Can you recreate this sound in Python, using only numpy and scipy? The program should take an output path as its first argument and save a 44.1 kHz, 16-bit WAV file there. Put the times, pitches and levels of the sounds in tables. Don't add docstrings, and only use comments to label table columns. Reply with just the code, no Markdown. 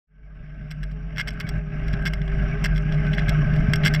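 import sys
import numpy as np
from scipy import signal
from scipy.fft import rfft, irfft, next_fast_len
from scipy.io import wavfile
from scipy.ndimage import uniform_filter1d, minimum_filter1d, map_coordinates

SR = 44100
rng = np.random.default_rng(int(sys.argv[2]) if len(sys.argv) > 2 else 0)


def materialize(psi):
    bounded = np.clip(np.atleast_2d(psi).T, -1, 1)
    quanta = np.round(bounded * 32767).astype(np.int16)
    wavfile.write(sys.argv[1], SR, quanta)


def invert_db(x):
    u = np.asarray(x, float) / 20
    return 10 ** u


N = 176400

FADE_START_S, FADE_S = 0.071, 3.985

# (time [s], firing rate [Hz], thump level [dB])
ENGINE = [(0.15, 47.5, -54.5), (0.21, 48.2, -45), (0.62, 47.98, -41), (0.96, 48.86, -30),
          (1.24, 48.73, -36), (1.31, 50, -27.5), (1.45, 50.3, -41.5), (1.58, 49.23, -26), (1.7, 48.75, -38),
          (1.9, 48.8, -28.5), (2.45, 49.35, -24.5), (2.62, 47.93, -28.5), (2.79, 47.9, -24),
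          (3.08, 47.76, -26.5), (3.31, 50.15, -23.5), (3.36, 50.44, -25.5), (3.47, 48.27, -25),
          (4.0, 48.7, -31)]
FIRING_WANDER, THUMP_WOBBLE_DB, THUMP_NOISE_DB = 0.02, 1.6, -11.5
# (time [s], level [dB])
ROAD_RUSH = [(.1, -37.5), (.5, -33), (1, -38.5), (1.3, -35), (1.57, -32.5), (1.63, -43.5), (1.75, -34),
             (1.93, -33), (2.2, -37), (2.5, -32), (2.75, -37.5), (3.0, -34.5), (3.25, -33.5), (3.6, -34.5),
             (4, -36)]
# (frequency [Hz], level [dB])
RUMBLE_COLOUR = [(12, -13), (22, -2), (50, -6), (85, -15.5), (130, -5), (300, -23.5), (480, -40),
                 (1500, -110)]
RUMBLE_DB = -25
# (time [s], peak level [dB])
LOW_THUDS = [
    (1.305, -29.5),
    (1.448, -18.5),
    (1.561, -18.5),
    (1.581, -18.5),
    (1.94, -15),
    (3.291, -12),
    (3.689, -6),
]
THUD_S = 0.0018

# (frequency [Hz], width [Hz], level [dB])
RACK_MODES = [(156.7, 20, 3), (197, 30, 2), (243, 59, -15.5)]
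# (time [s], frequency [Hz], level [dB])
RACK_HUM = [(0.3, 153.9, -49.5), (0.61, 150.3, -36), (0.948, 152.8, -35), (1.06, 160.9, -35.5),
            (1.28, 150.8, -37), (1.388, 162.3, -34.5), (1.552, 154.7, -31), (2.02, 152.8, -30),
            (2.11, 155.9, -25), (2.17, 153.9, -35), (2.66, 155.4, -23), (2.92, 154.2, -26.5),
            (2.96, 152.3, -20.5), (3.29, 153.6, -26.5), (3.339, 153.4, -21.5), (3.45, 148.5, -25.5),
            (3.59, 154.8, -21), (4.0, 151.7, -21)]
HUM_WANDER, HUM_WOBBLE_DB, SHAKE_NOISE_DB = 0.005, 3, -9
# (frequency [Hz], width [Hz], level [dB])
HOLLOW_MODES = [(601, 44.3, 3.5), (675, 146, -6), (1082, 49, -16), (1308, 111, -11.5), (1530, 29, 1),
                (1627, 67, -1), (2134, 317, -5), (2840, 600, -8.5), (4940, 180, -28.5), (5070, 600, -27),
                (5750, 190, -23), (7900, 190, -34)]
# (frequency [Hz], level [dB])
RUSH_TILT = [(300, -36), (540, -2.5), (1000, 10), (3600, -8.5), (4300, -12.5), (4800, -4), (5900, -3),
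             (6600, -17.5), (8000, -10), (9000, -53.5)]
# (frequency [Hz], level [dB])
HISS_COLOUR = [(7500, -30), (8800, 1), (10300, -7.5), (12300, 0.5), (14000, -8), (15500, -35.5)]
HISS_DB = -50.5

# (time [s], frequency [Hz], level [dB])
TREAD = [(0.2, 428.5, -44.5), (1.01, 417.5, -48), (1.1, 428, -46), (1.62, 402.6, -40.5), (2.51, 396.6, -40),
         (2.57, 409.7, -35), (2.7, 400.5, -45), (3.05, 410.5, -40.5), (3.33, 402.8, -42.5),
         (3.68, 416.6, -42), (3.76, 404, -37), (4.0, 413.4, -45)]
OCTAVE_DB, TREAD_WANDER, TREAD_WOBBLE_DB = -12.5, 0.00947, 3.5

# (time [s], level [dB])
SQUEAKS = [
    (.24, -64.5),
    (1.458, -40),
    (2.531, -35),
]
SQUEAK_HZ, SQUEAK_S = 2260, 0.023

# (time [s], case peak [dB], shell peak [dB])
CONTACTS = [(0.7058, -41.5, -44), (0.7118, -34, -34.5), (0.7185, -39, -37), (0.8308, -36.5, -42),
            (0.8361, -37, -38.5), (0.9123, -46.5, -53), (0.9171, -57.5, -53.5), (1.1607, -37.5, -49),
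            (1.1711, -30.5, -39), (1.1815, -22, -29), (1.1843, -40.5, -33), (1.1909, -29, -32),
            (1.1962, -23.5, -43), (1.1998, -29.5, -28), (1.2054, -24, -33), (1.2115, -26.5, -29),
            (1.2735, -30, -36), (1.2767, -35, -35), (1.2806, -32, -27.5), (1.2838, -33.5, -33.0),
            (1.2876, -28.5, -38), (1.3056, -37.5, -37.5), (1.3318, -50.0, -49), (1.3365, -52, -48),
            (1.4003, -28, -26), (1.4044, -25, -46), (1.4099, -34.5, -33.0), (1.4677, -38.5, -52.0),
            (1.4732, -41.0, -54.0), (1.4766, -45.5, -54), (1.4841, -44, -50), (1.4899, -28, -24),
            (1.8816, -35, -38), (1.9279, -40, -57.0), (1.931, -33.0, -42), (1.9373, -31.5, -42.5),
            (2.0241, -42, -48), (2.054, -29, -25.5), (2.0589, -20, -28), (2.064, -27.0, -35),
            (2.0675, -28.5, -30), (2.0707, -34.5, -28.0), (2.0758, -29, -27), (2.0804, -34.5, -34),
            (2.135, -26, -29), (2.2168, -37, -58), (2.2783, -34.5, -49.0), (2.4383, -53, -48),
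            (2.6411, -20, -24), (2.6463, -20, -21), (2.656, -27, -26), (2.6559, -26.0, -45),
                 (2.6615, -26.5, -29.0), (2.747, -45.5, -53), (2.7505, -44.5, -50.0), (2.758, -41.5, -48.0),
                 (2.7603, -37.5, -50), (2.767, -37, -40), (2.778, -32.0, -36.5), (2.9226, -30.5, -45),
                 (2.932, -43, -53), (2.943, -34.5, -46), (3.0665, -34.5, -47), (3.1319, -29.5, -46),
                 (3.1359, -34.5, -46), (3.135, -32.0, -49), (3.144, -48.5, -43), (3.147, -37, -42),
                 (3.177, -33.0, -45.0), (3.182, -24.5, -58), (3.1881, -36.5, -39), (3.1925, -29, -50),
                 (3.1962, -35, -47), (3.281, -31, -44), (3.2827, -27.5, -47), (3.2863, -31.5, -39.0),
                 (3.2929, -21.5, -17.5), (3.298, -34.5, -40), (3.536, -35, -47.5), (3.5575, -40, -44),
                 (3.5634, -32.5, -42), (3.7348, -16.5, -20), (3.7576, -27.5, -20), (3.834, -26.5, -46.0),
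                 (3.8384, -24, -44), (3.8434, -34, -40), (3.849, -19.5, -18.5), (3.8532, -26.5, -19),
                 (3.857, -21.5, -22), (3.8609, -15.5, -22), (3.8652, -26.5, -22.0), (3.8703, -19, -15),
                 (3.8788, -19.5, -20.0), (3.9379, -23.5, -22), (3.9435, -27.5, -28.0), (3.9465, -21, -36),
                 (3.9491, -30, -21.5), (3.96, -27, -43.0)]
# (frequency [Hz], width [Hz], level [dB])
CASE_MODES = [(1653, 171, -0.5), (2127, 74.5, 4), (2750, 373, -5.5), (3365, 179, -1.5), (4027, 110, -7.5)]
# (frequency [Hz], level [dB])
CASE_TILT = [(600, 5), (950, -1), (1250, 0.5), (6000, -12.5), (7000, -14)]
# (frequency [Hz], width [Hz], level [dB])
LID_MODES = [(4568, 116, -5.5), (5000, 200, -4), (5517, 111, 1.5), (6350, 180, -16)]
# (frequency [Hz], width [Hz], level [dB])
SHELL_MODES = [(7290, 220, -5), (8090, 200, -0.5), (10000, 750, -16.5), (11260, 520, -14.5),
               (12950, 400, -8), (13600, 1100, -16.5), (15100, 640, -16.5)]
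# (frequency [Hz], level [dB])
SHELL_TILT = [(5000, -23.5), (7000, -4), (8500, -3), (9300, -4), (10300, -23.5), (11000, -0.5),
              (15700, -3.5), (16300, -43.5)]
CHATTER_DB, KICK_DB, LID_DB, SHELL_DB = 4, -9, -11, -12.5
CLICK_SHARE, SCRAPE_DB = 0.72, -15
SCRAPE_T60_S, SHELL_T60_S = 0.021, 0.014
AFTER_DB, AFTER_T60_S = -31, 0.08

# (time [s], level [dB])
LONE_TICKS = [(1.562, -52.0), (1.582, -52.0), (1.7965, -66.5), (1.9689, -55), (1.9783, -56.5),
              (1.9896, -58), (2.2293, -57), (2.2612, -52), (2.3423, -56.5), (2.3977, -55), (2.543, -56),
              (2.6218, -55), (2.8046, -52), (2.8243, -45), (3.0845, -53.5), (3.1186, -49.5), (3.2356, -54),
              (3.413, -49.5), (3.5929, -53), (3.604, -46.5), (3.613, -53), (3.6968, -50.0)]
# (frequency [Hz], level [dB])
TICK_COLOUR = [(3000, -22), (5500, -1.5), (8000, -7), (11000, -19.5), (14000, -41)]
TICK_DB, TICK_GROWS, TICK_SPREAD_DB, LONE_DB = -73, 1.8, 2.5, -0.5

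SLACK = 0.4


def unit(x):
    return x / np.sqrt(np.mean(x ** 2) + 1e-20)


def along(points, hz):
    f, v = np.transpose(points)
    return np.interp(np.log(hz + 1), np.log(f + 1), v)


def colour(points):
    return lambda f: invert_db(along(points, f))


def curves(rows):
    s, *cols = np.transpose(rows)
    return [np.interp(np.arange(N) / SR, s, c) for c in cols]


def wobble(rate):
    knots = rng.standard_normal(int(N * rate / SR) + 4)
    return map_coordinates(knots, [np.arange(N) * rate / SR])


def turning(hz):
    return 2 * np.pi * np.cumsum(hz) / SR


def filtered(x, response):
    m = next_fast_len(len(x) + SR // 2)
    return irfft(rfft(x, m) * response(np.fft.rfftfreq(m, 1 / SR)), m)[:len(x)]


def modes(table, tilt=((1, 0),)):
    def response(f):
        total = 0
        for k, (centre, width, db) in enumerate(table):
            damping = 1j * f * width
            total = total + (-1) ** k * invert_db(db) * damping / (centre * centre - f * f + damping)
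        return invert_db(along(tilt, f)) * total
    return response


def patchy(patchy_db):
    z = signal.stft(rng.standard_normal(N), nperseg=512)[2]
    field = uniform_filter1d(rng.standard_normal(z.shape), 5, 0)
    field = uniform_filter1d(field, 8, 1)
    return signal.istft(z * invert_db(patchy_db * unit(field)), nperseg=512)[1][:N]


def fade(s):
    return np.clip((s - FADE_START_S) / FADE_S, 0, 1)


def engine():
    t = np.arange(N) / SR
    hz, level_db = curves(ENGINE)
    tone = np.sqrt(2) * np.sin(turning(hz * (1 + FIRING_WANDER * wobble(9.9))))
    blur = unit(filtered(rng.standard_normal(N), modes([(47.0, 15, 0)], [(70, -0.5), (300, -61)])))
    thump = invert_db(level_db + THUMP_WOBBLE_DB * wobble(9)) * (tone + invert_db(THUMP_NOISE_DB) * blur)
    thump = thump / fade(np.maximum(t, ENGINE[0][0]))

    road_db, = curves(ROAD_RUSH)
    rough = rng.standard_normal(N) * invert_db(1.2 * road_db + 1.9 * wobble(20))
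    rumble = unit(filtered(rough, colour(RUMBLE_COLOUR)))

    thuds = np.zeros(N)
    for s, db in LOW_THUDS:
        u = (t - s) / THUD_S
        thuds += invert_db(db) / fade(s) * (1 - u ** 2) * np.exp(-u ** 2 / 2)
    return thump + invert_db(RUMBLE_DB) * rumble + thuds


def boards():
    t = np.arange(N) / SR
    hz, hum_db = curves(RACK_HUM)
    tone = np.sqrt(2) * np.sin(turning(hz * (1 + HUM_WANDER * wobble(25.08))))
    hum = invert_db(HUM_WOBBLE_DB * wobble(18)) * tone
    ring = modes(RACK_MODES)
    shake = unit(filtered(rng.standard_normal(N), lambda f: ring(f) / (1 + (f / 300) ** 4)))
    rack = invert_db(hum_db - 1.5) * (hum + invert_db(SHAKE_NOISE_DB) * shake)
    rack = rack / fade(np.maximum(t, RACK_HUM[0][0]))

    rush_db, = curves(ROAD_RUSH)
    grit = patchy(patchy_db=2.0) * invert_db(1.63 * wobble(150) + 0.27 * wobble(9.9))
    rush = unit(filtered(grit, modes(HOLLOW_MODES, RUSH_TILT)))
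    gusts = patchy(patchy_db=3.5) * invert_db(2.8 * wobble(12) + 4.5 * wobble(110))
    hiss = unit(filtered(gusts, lambda f: colour(HISS_COLOUR)(f) * (f > 6000)))
    return rack + invert_db(rush_db) * (rush + invert_db(HISS_DB) * hiss)


def tyre():
    hz, level_db = curves(TREAD)
    phase = turning(hz * (1 + TREAD_WANDER * wobble(45)))
    octave = invert_db(OCTAVE_DB + 2.4 * wobble(25.21)) * np.sin(2 * phase)
    return invert_db(level_db + TREAD_WOBBLE_DB * wobble(25.82)) * np.sqrt(2) * (np.sin(phase) + octave)


def squeaks():
    t = np.arange(N) / SR
    swell = np.zeros(N)
    for s, db in SQUEAKS:
        swell += invert_db(db) / fade(s) * np.exp(-((t - s) / SQUEAK_S) ** 2 * 4)
    return swell * np.sin(turning(SQUEAK_HZ * (1 + 0.0036 * wobble(40))))


def struck_at(s, db):
    hits = np.zeros(N)
    np.add.at(hits, np.round(s * SR).astype(int), invert_db(db) / fade(s))
    return hits


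def struck(hits, table, tilt, t60):
    t = np.arange(SR // 8) / SR
    dying = invert_db(SCRAPE_DB - 60 * t / t60)
    dying = dying + invert_db(SCRAPE_DB + AFTER_DB - 60 * t / AFTER_T60_S)
    scrape = signal.fftconvolve(hits, dying)[:N] * rng.standard_normal(N)
    ring = modes(table, tilt)
    peak = np.abs(filtered(signal.unit_impulse(2000), ring)).max()
    return filtered(CLICK_SHARE * hits + scrape, ring) / peak


def dull_ticks(shaking):
    swing = -unit(uniform_filter1d(shaking, size=40))
    highest_nearby = -minimum_filter1d(-swing, size=201)
    tops = (swing == highest_nearby) * np.clip(swing, 0, 3)
    spread = np.clip(rng.standard_normal(N), -2, 2)
    ticks = tops ** TICK_GROWS * invert_db(TICK_DB + TICK_SPREAD_DB * spread)
    ticks = ticks + invert_db(LONE_DB) * struck_at(*np.transpose(LONE_TICKS))
    bursts = signal.fftconvolve(ticks, np.hanning(90), "same") * rng.standard_normal(N)
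    return 4 * filtered(bursts, colour(TICK_COLOUR))


def chatter(shaking):
    s, case_db, shell_db = np.transpose(CONTACTS)
    hits, hard = struck_at(s, case_db), struck_at(s, shell_db)
    kicks = 20 * invert_db(KICK_DB) * filtered(hits, modes(RACK_MODES[:1]))
    case = struck(hits, CASE_MODES, CASE_TILT, SCRAPE_T60_S)
    lid = struck(np.sqrt(hits * hard), LID_MODES, CASE_TILT, SCRAPE_T60_S)
    shell = struck(hard, SHELL_MODES, SHELL_TILT, SHELL_T60_S)
    bright = shell + dull_ticks(shaking)
    return kicks + invert_db(CHATTER_DB) * (case + invert_db(LID_DB) * lid + invert_db(SHELL_DB) * bright)


def scene():
    shaking = engine() + boards()
    lopsided = SLACK * filtered(shaking ** 2, lambda f: (f > 25) / (1 + (f / 420) ** 4))
    return (shaking - lopsided + tyre() + squeaks() + chatter(shaking))[None]


def band_limit(x):
    return signal.sosfilt(signal.butter(12, 15950, fs=SR, output="sos"), x)


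def record(dry):
    mix = dry * fade(np.arange(N) / SR)
    return band_limit(mix)


dry = scene()
out = record(dry)
materialize(out)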